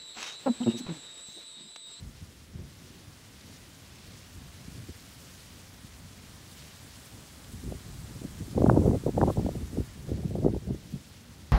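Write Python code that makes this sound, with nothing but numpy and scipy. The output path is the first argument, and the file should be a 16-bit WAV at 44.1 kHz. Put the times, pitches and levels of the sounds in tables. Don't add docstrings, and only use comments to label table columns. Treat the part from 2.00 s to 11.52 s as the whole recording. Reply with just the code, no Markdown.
import sys
import numpy as np
from scipy import signal
from scipy.fft import rfft, irfft
from scipy.io import wavfile
from scipy.ndimage import uniform_filter1d, map_coordinates

SR = 44100
rng = np.random.default_rng(int(sys.argv[2]) if len(sys.argv) > 2 else 0)


def dump(signal):
    limited = np.clip(np.atleast_2d(signal).T, -1, 1)
    pcm = np.round(limited * 32767).astype(np.int16)
    wavfile.write(sys.argv[1], SR, pcm)


N = 419832
T = np.arange(N) / SR


def buffet(air_db, swirl_db=1.32, lurch_octaves=0.21, gain_db=0.85, calm_db=-59):
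    # freq_hz, density_db
    turbulence = [(15, -17), (45, 6), (85, 4.5), (160, 4), (280, -2), (450, -12.5), (650, -18),
                  (900, -26.5), (1300, -38.5), (2000, -74), (3000, -100)]
    speed = air_speed(air_db) * 2 ** (lurch_octaves * walk(110))
    pattern = colour(rng.standard_normal(2 * N), turbulence)
    pressure = port(map_coordinates(pattern, [np.cumsum(speed)], order=3, mode="wrap"))
    running_rms = np.sqrt(uniform_filter1d(pressure ** 2, size=2600) + 1e-9)
    strength = undb(air_db + gain_db + swirl_db * walk(45))
    turbulent_share = 1 / (1 + undb(calm_db - air_db) ** 2)
    return pressure / running_rms * strength * turbulent_share


def eddies(air_db, rise_cycles=0.23, fall_cycles=0.71, slowing_per_cycle=0.35,
           strike_db=-2.0, flutter_db=-10, shred_hz=450):
    # time_s, level_db, pitch_hz, flutter_half_length_s
    distinct = [(0.029, -34, 102, 0.01), (0.074, -37, 70, 0.0087), (0.225, -33, 131, 0.0053),
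                (0.558, -29, 127, 0.0095), (0.601, -46, 318, .003), (1.078, -39, 115, 0.013),
                (2.381, -39, 137, 0.0064), (2.682, -33, 195, 0.004), (2.784, -36.5, 125.2, 0.0055),
                (2.838, -39, 224, 0.0023), (2.893, -29, 264, 0.0034), (2.898, -32, 119, 0.0055),
                (3.844, -32.5, 175, 0.005), (4.05, -37, 140, 0.0085), (5.055, -44.5, 110, .012),
                (5.145, -45, 99, .012), (5.545, -39, 124, 0.0046), (5.638, -35, 233, 0.0084),
                (5.664, -33, 206.1, 0.0059), (5.684, -32, 115, 0.0055), (5.715, -31, 256, 0.0067),
                (5.724, -29, 440, 0.0013), (5.746, -30, 216, 0.0031), (5.885, -35, 229, 0.0056),
                (5.991, -39, 138, 0.0092), (6.163, -43, 278, 0.0034), (6.218, -30, 330, 0.0024),
                (6.243, -38, 403, .009), (6.252, -26, 183.6, 0.0054), (6.409, -29, 230, 0.0038),
                (6.425, -35.5, 156, .006), (6.482, -33.5, 303, 0.0022), (6.532, -30.5, 243, .005),
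                (6.551, -29, 480, .0015), (6.566, -23, 250, .004), (6.581, -13, 470, 0.0031),
                (6.605, -20, 430, .002), (6.621, -11, 559, 0.0013), (6.643, -7.5, 380, 0.0024),
                (6.662, -26, 1070, 0.00055), (6.666, -15, 497, 0.0021), (6.689, -16.5, 178, 0.0041),
                (6.698, -10.5, 933, 0.0015), (6.705, -16, 130, 0.005), (6.715, -13, 355, 0.0022),
                (6.736, -13, 230, 0.0032), (6.746, -28, 600, .003), (6.767, -20, 590, .003),
                (6.775, -11, 400, 0.0029), (6.801, -29, 125, .004), (6.821, -23, 360, 0.0058),
                (6.838, -25, 447, 0.0015), (6.848, -26, 450, 0.0017), (6.863, -15, 410, 0.0059),
                (6.879, -12, 310, 0.0034), (6.881, -24.5, 650, .004), (6.9, -15.5, 296, .005),
                (6.912, -22.5, 779.5, 0.00048), (6.916, -13.5, 240, 0.0014), (6.934, -16.5, 430, .0022),
                (6.953, -19.5, 362, 0.0066), (7.037, -28.5, 378, 0.0014), (7.066, -14.5, 480, 0.0014),
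                (7.082, -20, 514, 0.0038), (7.092, -19, 435, 0.0031), (7.18, -8.5, 480, 0.0018),
                (7.215, -15, 1020, 0.00069), (7.217, -13.5, 298, 0.0049), (7.23, -12.5, 550, 0.0016),
                (7.237, -11, 600, 0.0014), (7.25, -18, 302, .003), (7.279, -18, 250.8, 0.0034),
                (7.282, -18.5, 594, 0.0067), (7.302, -19, 675, 0.003), (7.373, -20.5, 480, 0.002),
                (7.381, -14.5, 149, 0.0037), (7.397, -19, 470, 0.0016), (7.449, -23, 260.5, .004),
                (7.465, -21.5, 523, 0.00072), (7.469, -20, 240, 0.0017), (7.491, -21, 460, 0.0014),
                (7.555, -31.5, 418, 0.004), (7.563, -31, 181, 0.0045), (7.625, -30, 74.8, 0.0067),
                (7.732, -31.5, 329.4, .005), (7.774, -24, 486.7, .0016), (7.787, -19.5, 251, 0.0019),
                (7.798, -18, 100, 0.0053), (7.806, -19.5, 260, 0.0021), (8.093, -30, 399.5, 0.0039),
                (8.118, -19.5, 367, 0.0014), (8.128, -27, 125.5, 0.0044), (8.15, -29, 125.3, 0.0058),
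                (8.18, -25, 364, .0014), (8.206, -33, 380, 0.0011), (8.236, -34, 430, 0.0054),
                (8.254, -15.5, 175.7, 0.0053), (8.31, -30, 417, 0.0023), (8.355, -19.5, 443, 0.0016),
                (8.368, -28.5, 451, 0.0041), (8.387, -25, 400, 0.0027), (8.407, -26, 181, 0.0047),
                (8.432, -26.5, 396, 0.01), (8.447, -22, 631.6, 0.0012), (8.449, -14.5, 293, 0.0026),
                (8.46, -26, 560, 0.0011), (8.464, -12.5, 351.6, 0.0036), (8.471, -19, 417, 0.0016),
                (8.483, -18.5, 518.4, 0.0015), (8.486, -30, 178, 0.0026), (8.504, -23.5, 251, .003),
                (8.537, -24, 275.6, 0.0056), (8.548, -30, 556, 0.0017), (8.565, -23, 457, .002),
                (8.569, -24, 260, 0.0027), (8.692, -32.5, 490, 0.002), (8.705, -21, 198.9, 0.0031),
                (8.709, -25.5, 438.5, 0.0019), (8.728, -36, 178, 0.0045), (8.748, -32, 330, 0.0021),
                (8.896, -39, 290, 0.0021), (8.941, -26, 178.7, 0.005)]
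    rows = [*small_eddies(air_db), *distinct]
    shreds = unit(butterworth(rng.standard_normal(N), 4, [shred_hz / 2, shred_hz * 1.543], "band"))
    phases = rng.uniform(0, 2 * np.pi, len(rows))
    out = np.zeros(N)
    for (time_s, level_db, pitch_hz, half_s), phase in zip(rows, phases):
        near = slice(*np.searchsorted(T, [time_s - 0.04, time_s + 0.04]))
        age_s = T[near] - time_s
        cycles = age_s * pitch_hz
        bounded = np.maximum(cycles, -8)
        slowed = (1 - np.exp(-slowing_per_cycle * bounded)) / slowing_per_cycle
        envelope = 2 / (np.exp(-bounded / rise_cycles) + np.exp(bounded / fall_cycles))
        strike = envelope * np.cos(2 * np.pi * slowed + phase)
        tuned_shreds = map_coordinates(shreds, [SR * (time_s + cycles / shred_hz)], order=1, mode="wrap")
        flutter = tuned_shreds / np.cosh(age_s / half_s)
        out[near] += undb(level_db + strike_db) * strike + undb(level_db + flutter_db) * flutter
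    return port(out)


def small_eddies(air_db, count=400, offset_db=-2.5, scatter_db=1.5, ceiling_db=-24,
                 reference_hz=430, scatter_octaves=0.22, flutter_cycles=0.8):
    at = ((np.arange(count) + rng.random(count)) * N / count).astype(int)
    strength, pitch = np.clip(rng.standard_normal((count, 2)), -2, 2).T
    pitch_hz = reference_hz * air_speed(air_db[at]) * 2 ** (scatter_octaves * pitch)
    level_db = np.minimum(air_db[at] + offset_db + scatter_db * strength, ceiling_db)
    return np.column_stack([T[at], level_db, pitch_hz, flutter_cycles / pitch_hz])


def airflow_db():
    # time_s, level_db
    draught = [(0.0, -53.5), (0.7, -54), (1.6, -56.5), (2.55, -51.0), (3.1, -55.5), (4.05, -53),
               (5.4, -56.0), (5.95, -45.0), (6.5, -44.5), (7.5, -39.5), (7.94, -49.0), (8.16, -36.0),
               (8.65, -45.5), (9.03, -55.5), (9.52, -49.0)]
    # time_s, peak_db, half_length_s
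    gusts = [(0.054, -46, 0.051), (0.59, -42.5, 0.065), (2.42, -50, 0.13), (2.777, -46, 0.073),
             (5.555, -44.5, 0.062), (5.699, -38, 0.067), (6.421, -41, 0.028), (6.605, -27, 0.05),
             (6.693, -22.5, 0.04), (6.79, -24.5, 0.086), (6.891, -23.5, 0.046), (6.955, -25.5, 0.02),
             (7.085, -29.5, 0.025), (7.182, -26.5, 0.029), (7.23, -23.5, 0.027), (7.28, -28, 0.038),
             (7.39, -27, 0.025), (7.458, -30, 0.043), (7.566, -35, 0.01565), (7.621, -37, 0.019),
             (7.785, -32.5, 0.042), (8.128, -32.5, 0.033), (8.367, -33, 0.063), (8.471, -29.5, 0.058),
             (8.558, -30, 0.026), (8.715, -33, 0.053), (8.945, -39.5, 0.029)]
    return 20 * np.log10(np.hypot(undb(curve(draught)), swells(gusts)))


def air_speed(air_db, reference_db=-22.5, db_per_doubling=23, slowest=0.26):
    return np.hypot(2 ** ((air_db - reference_db) / db_per_doubling), slowest)


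def fronds(sway_db=0.27, flutter_db=0.43, dull_hz=2300, bright_hz=7200):
    # freq_hz, density_db
    spectrum = [(300, -3.5), (700, 1.15), (1200, 1.33), (2000, 2.5), (2700, -0.5), (3600, -0.5), (5500, -2),
                (8000, -7), (10000, -9.5), (13000, -15), (16000, -15.5)]
    # time_s, level_db
    crown_levels = [(0.0, -58), (0.19, -56.5), (0.54, -59), (0.85, -54.5), (1.12, -56.3), (1.52, -53.5),
                    (1.68, -55.5), (2.12, -52.5), (2.27, -55), (2.65, -53), (3.48, -52.5), (3.68, -55),
                    (4.0, -54.5), (4.62, -52), (5.4, -54.5), (6.3, -54), (6.65, -54.5), (7.62, -54),
                    (8.2, -56), (8.5, -58.5), (8.9, -55.5), (9.52, -57)]
    # time_s, level_db
    tip_levels = [(0, -54.5), (0.26, -54), (0.56, -56), (0.8, -53), (1.17, -53.5), (1.56, -51.5),
                  (2.3, -52), (3.4, -48.5), (3.65, -51.5), (4.42, -50.5), (4.54, -49), (6.15, -48.5),
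                  (6.89, -48.5), (7.15, -50), (7.33, -47), (7.43, -49.5), (7.62, -48.5), (8.5, -54),
                  (8.94, -52.5), (9.52, -54.5)]
    # time_s, level_db
    far_levels = [(0, -57.5), (0.45, -58.5), (1.0, -56.5), (2.0, -55.5), (2.6, -54.5), (3.85, -55),
                  (4.65, -54), (6.3, -52.5), (7.9, -53), (8.55, -58), (9.52, -56.5)]
    lowpass = signal.butter(2, dull_hz, fs=SR, output="sos")
    far = signal.sosfiltfilt(lowpass, colour(rng.standard_normal(N), spectrum))
    blades = butterworth(rustle(spectrum), 2, [dull_hz, bright_hz], "band")
    tips = butterworth(rustle(spectrum), 3, bright_hz, "high")
    out = far * undb(curve(far_levels))
    for part, levels in [(blades, crown_levels), (tips, tip_levels)]:
        out += part * undb(curve(levels) + sway_db * walk(9.1) + flutter_db * walk(40))
    return out


def rustle(spectrum, patter_db=-3, scrape_decay_s=0.0075, flurry_db=0.9):
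    scrape = rng.standard_normal(SR // 50) * np.exp(-T[:SR // 50] / scrape_decay_s)
    rubs = unit(signal.fftconvolve(leaflets(rate_hz=650, spread_db=1.5), scrape)[:N])
    ticks = leaflets(rate_hz=1500, spread_db=2.5)
    patter = unit(ticks + 0.5 * rubs) * undb(patter_db + flurry_db * walk(45))
    return colour(rng.standard_normal(N) + patter, spectrum)


def leaflets(rate_hz, spread_db):
    hit = rng.random(N) < rate_hz / SR
    size = undb(spread_db * np.minimum(rng.exponential(size=N), 4))
    return unit(hit * size * rng.choice([-1, 1], N))


def nearest_palm(band_hz=(5500, 10000), tick_db=2, flutter_db=2):
    # time_s, peak_db, half_length_s
    surges = [(6.4, -63, 1.2), (6.88, -61, 0.11), (7.32, -63, .06)]
    grains = rng.standard_normal(N) + undb(tick_db) * leaflets(rate_hz=1000, spread_db=2.0)
    sizzle = unit(butterworth(grains, 2, band_hz, "band"))
    return sizzle * swells(surges) * undb(flutter_db * walk(35))


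def swishes(relative_width=0.67):
    # time_s, peak_db, half_length_s, centre_hz
    brushes = [(0.17, -58, 0.014, 4800), (0.85, -65, .02, 7500), (1.412, -53, 0.0063, 4830),
               (1.535, -59, .014, 7500), (1.569, -55, .008, 4800), (2.072, -63, .014, 10500),
               (2.18, -59, .012, 6200), (4.523, -61, .014, 8500), (5.057, -57, .009, 10000),
               (5.445, -55, .007, 4200), (5.529, -57, .009, 9060), (6, -58, .012, 11000),
               (6.515, -56, .02, 5500), (6.873, -60, .018, 11500), (7.32, -60, .022, 11500),
               (8.912, -62, .012, 12000)]
    rub = leaflets(rate_hz=7500, spread_db=4)
    out = np.zeros(N)
    for time_s, peak_db, half_s, centre_hz in brushes:
        near = slice(*np.searchsorted(T, [time_s - 0.1, time_s + 0.1]))
        band_hz = [centre_hz * (1 - relative_width / 2), centre_hz * (1 + relative_width / 2)]
        envelope = undb(peak_db) * np.exp(-((T[near] - time_s) / half_s) ** 2)
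        out[near] += envelope * unit(butterworth(rub[near], 2, band_hz, "band"))
    return out


def twisting(x, flare_db=0.85, rate_hz=48, patch_hz=2100, full_depth_hz=7000):
    freq_hz, time_s, bands = signal.stft(x, SR, nperseg=256)
    grid = np.meshgrid(freq_hz / patch_hz, time_s * rate_hz, indexing="ij")
    flare = unit(map_coordinates(rng.standard_normal((64, 1024)), grid, order=2, mode="wrap"))
    depth_db = flare_db * np.minimum(freq_hz / full_depth_hz, 1)[:, None]
    return signal.istft(bands * undb(depth_db * flare), SR)[1][:N]


def hand_echo(x, comb_spacing_hz=4000, share=0.086):
    # time_s, facing_0_to_1
    aim = [(0, 0.05), (2.4, 0.03), (3.25, 0), (4.3, 0.12), (4.7, 0.55), (5.5, 1), (7.5, 0.9), (8.4, 0.2)]
    echo = map_coordinates(x, [np.arange(N) - SR / comb_spacing_hz], order=3, mode="nearest")
    return x + share * curve(aim) * echo


def roar(level_db=-54.5, swell_db=1.5):
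    # freq_hz, density_db
    spectrum = [(20, -22), (50, -9), (90, 1), (150, -2), (250, -5), (380, -13.5), (600, -17.5), (1200, -47),
                (3000, -42)]
    return port(colour(rng.standard_normal(N), spectrum)) * undb(level_db + swell_db * walk(14))


def moan(band_hz=(285, 395)):
    # time_s, peak_db, half_length_s
    moans = [(0.6, -63, 0.047), (0.92, -61, 0.13)]
    return unit(butterworth(rng.standard_normal(N), 2, band_hz, "band")) * swells(moans)


def port(x, edge_hz=53):
    return butterworth(x, 4, edge_hz, "high")


def butterworth(x, order, edges_hz, kind):
    return signal.sosfilt(signal.butter(order, edges_hz, kind, fs=SR, output="sos"), x)


def colour(x, spectrum):
    points_hz, points_db = np.transpose(spectrum)
    freq_hz = np.maximum(np.arange(len(x) // 2 + 1) * SR / len(x), 1)
    gain_db = np.interp(np.log(freq_hz), np.log(points_hz), points_db)
    return unit(irfft(rfft(x) * undb(gain_db), len(x)))


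def swells(rows):
    bells = (undb(peak_db) * np.exp(-((T - time_s) / half_s) ** 2) for time_s, peak_db, half_s in rows)
    return np.sqrt(sum(bell ** 2 for bell in bells))


def curve(rows):
    return np.interp(T, *np.transpose(rows))


def walk(rate_hz):
    steps = rng.standard_normal(N // 10)
    return unit(map_coordinates(steps, [T * rate_hz], order=3, mode="wrap"))


def undb(db):
    return 10 ** (np.asarray(db) / 20)


def unit(x):
    return x / np.sqrt(np.mean(x ** 2))


def scene():
    air_db = airflow_db()
    trees = twisting(fronds() + nearest_palm()) + swishes()
    street = hand_echo(trees) + roar() + moan()
    return (street + buffet(air_db) + eddies(air_db))[None]


def record(dry, top_hz=15720):
    return signal.sosfilt(signal.ellip(12, 0.1, 80, top_hz, fs=SR, output="sos"), dry)


dry = scene()
out = record(dry)
dump(out)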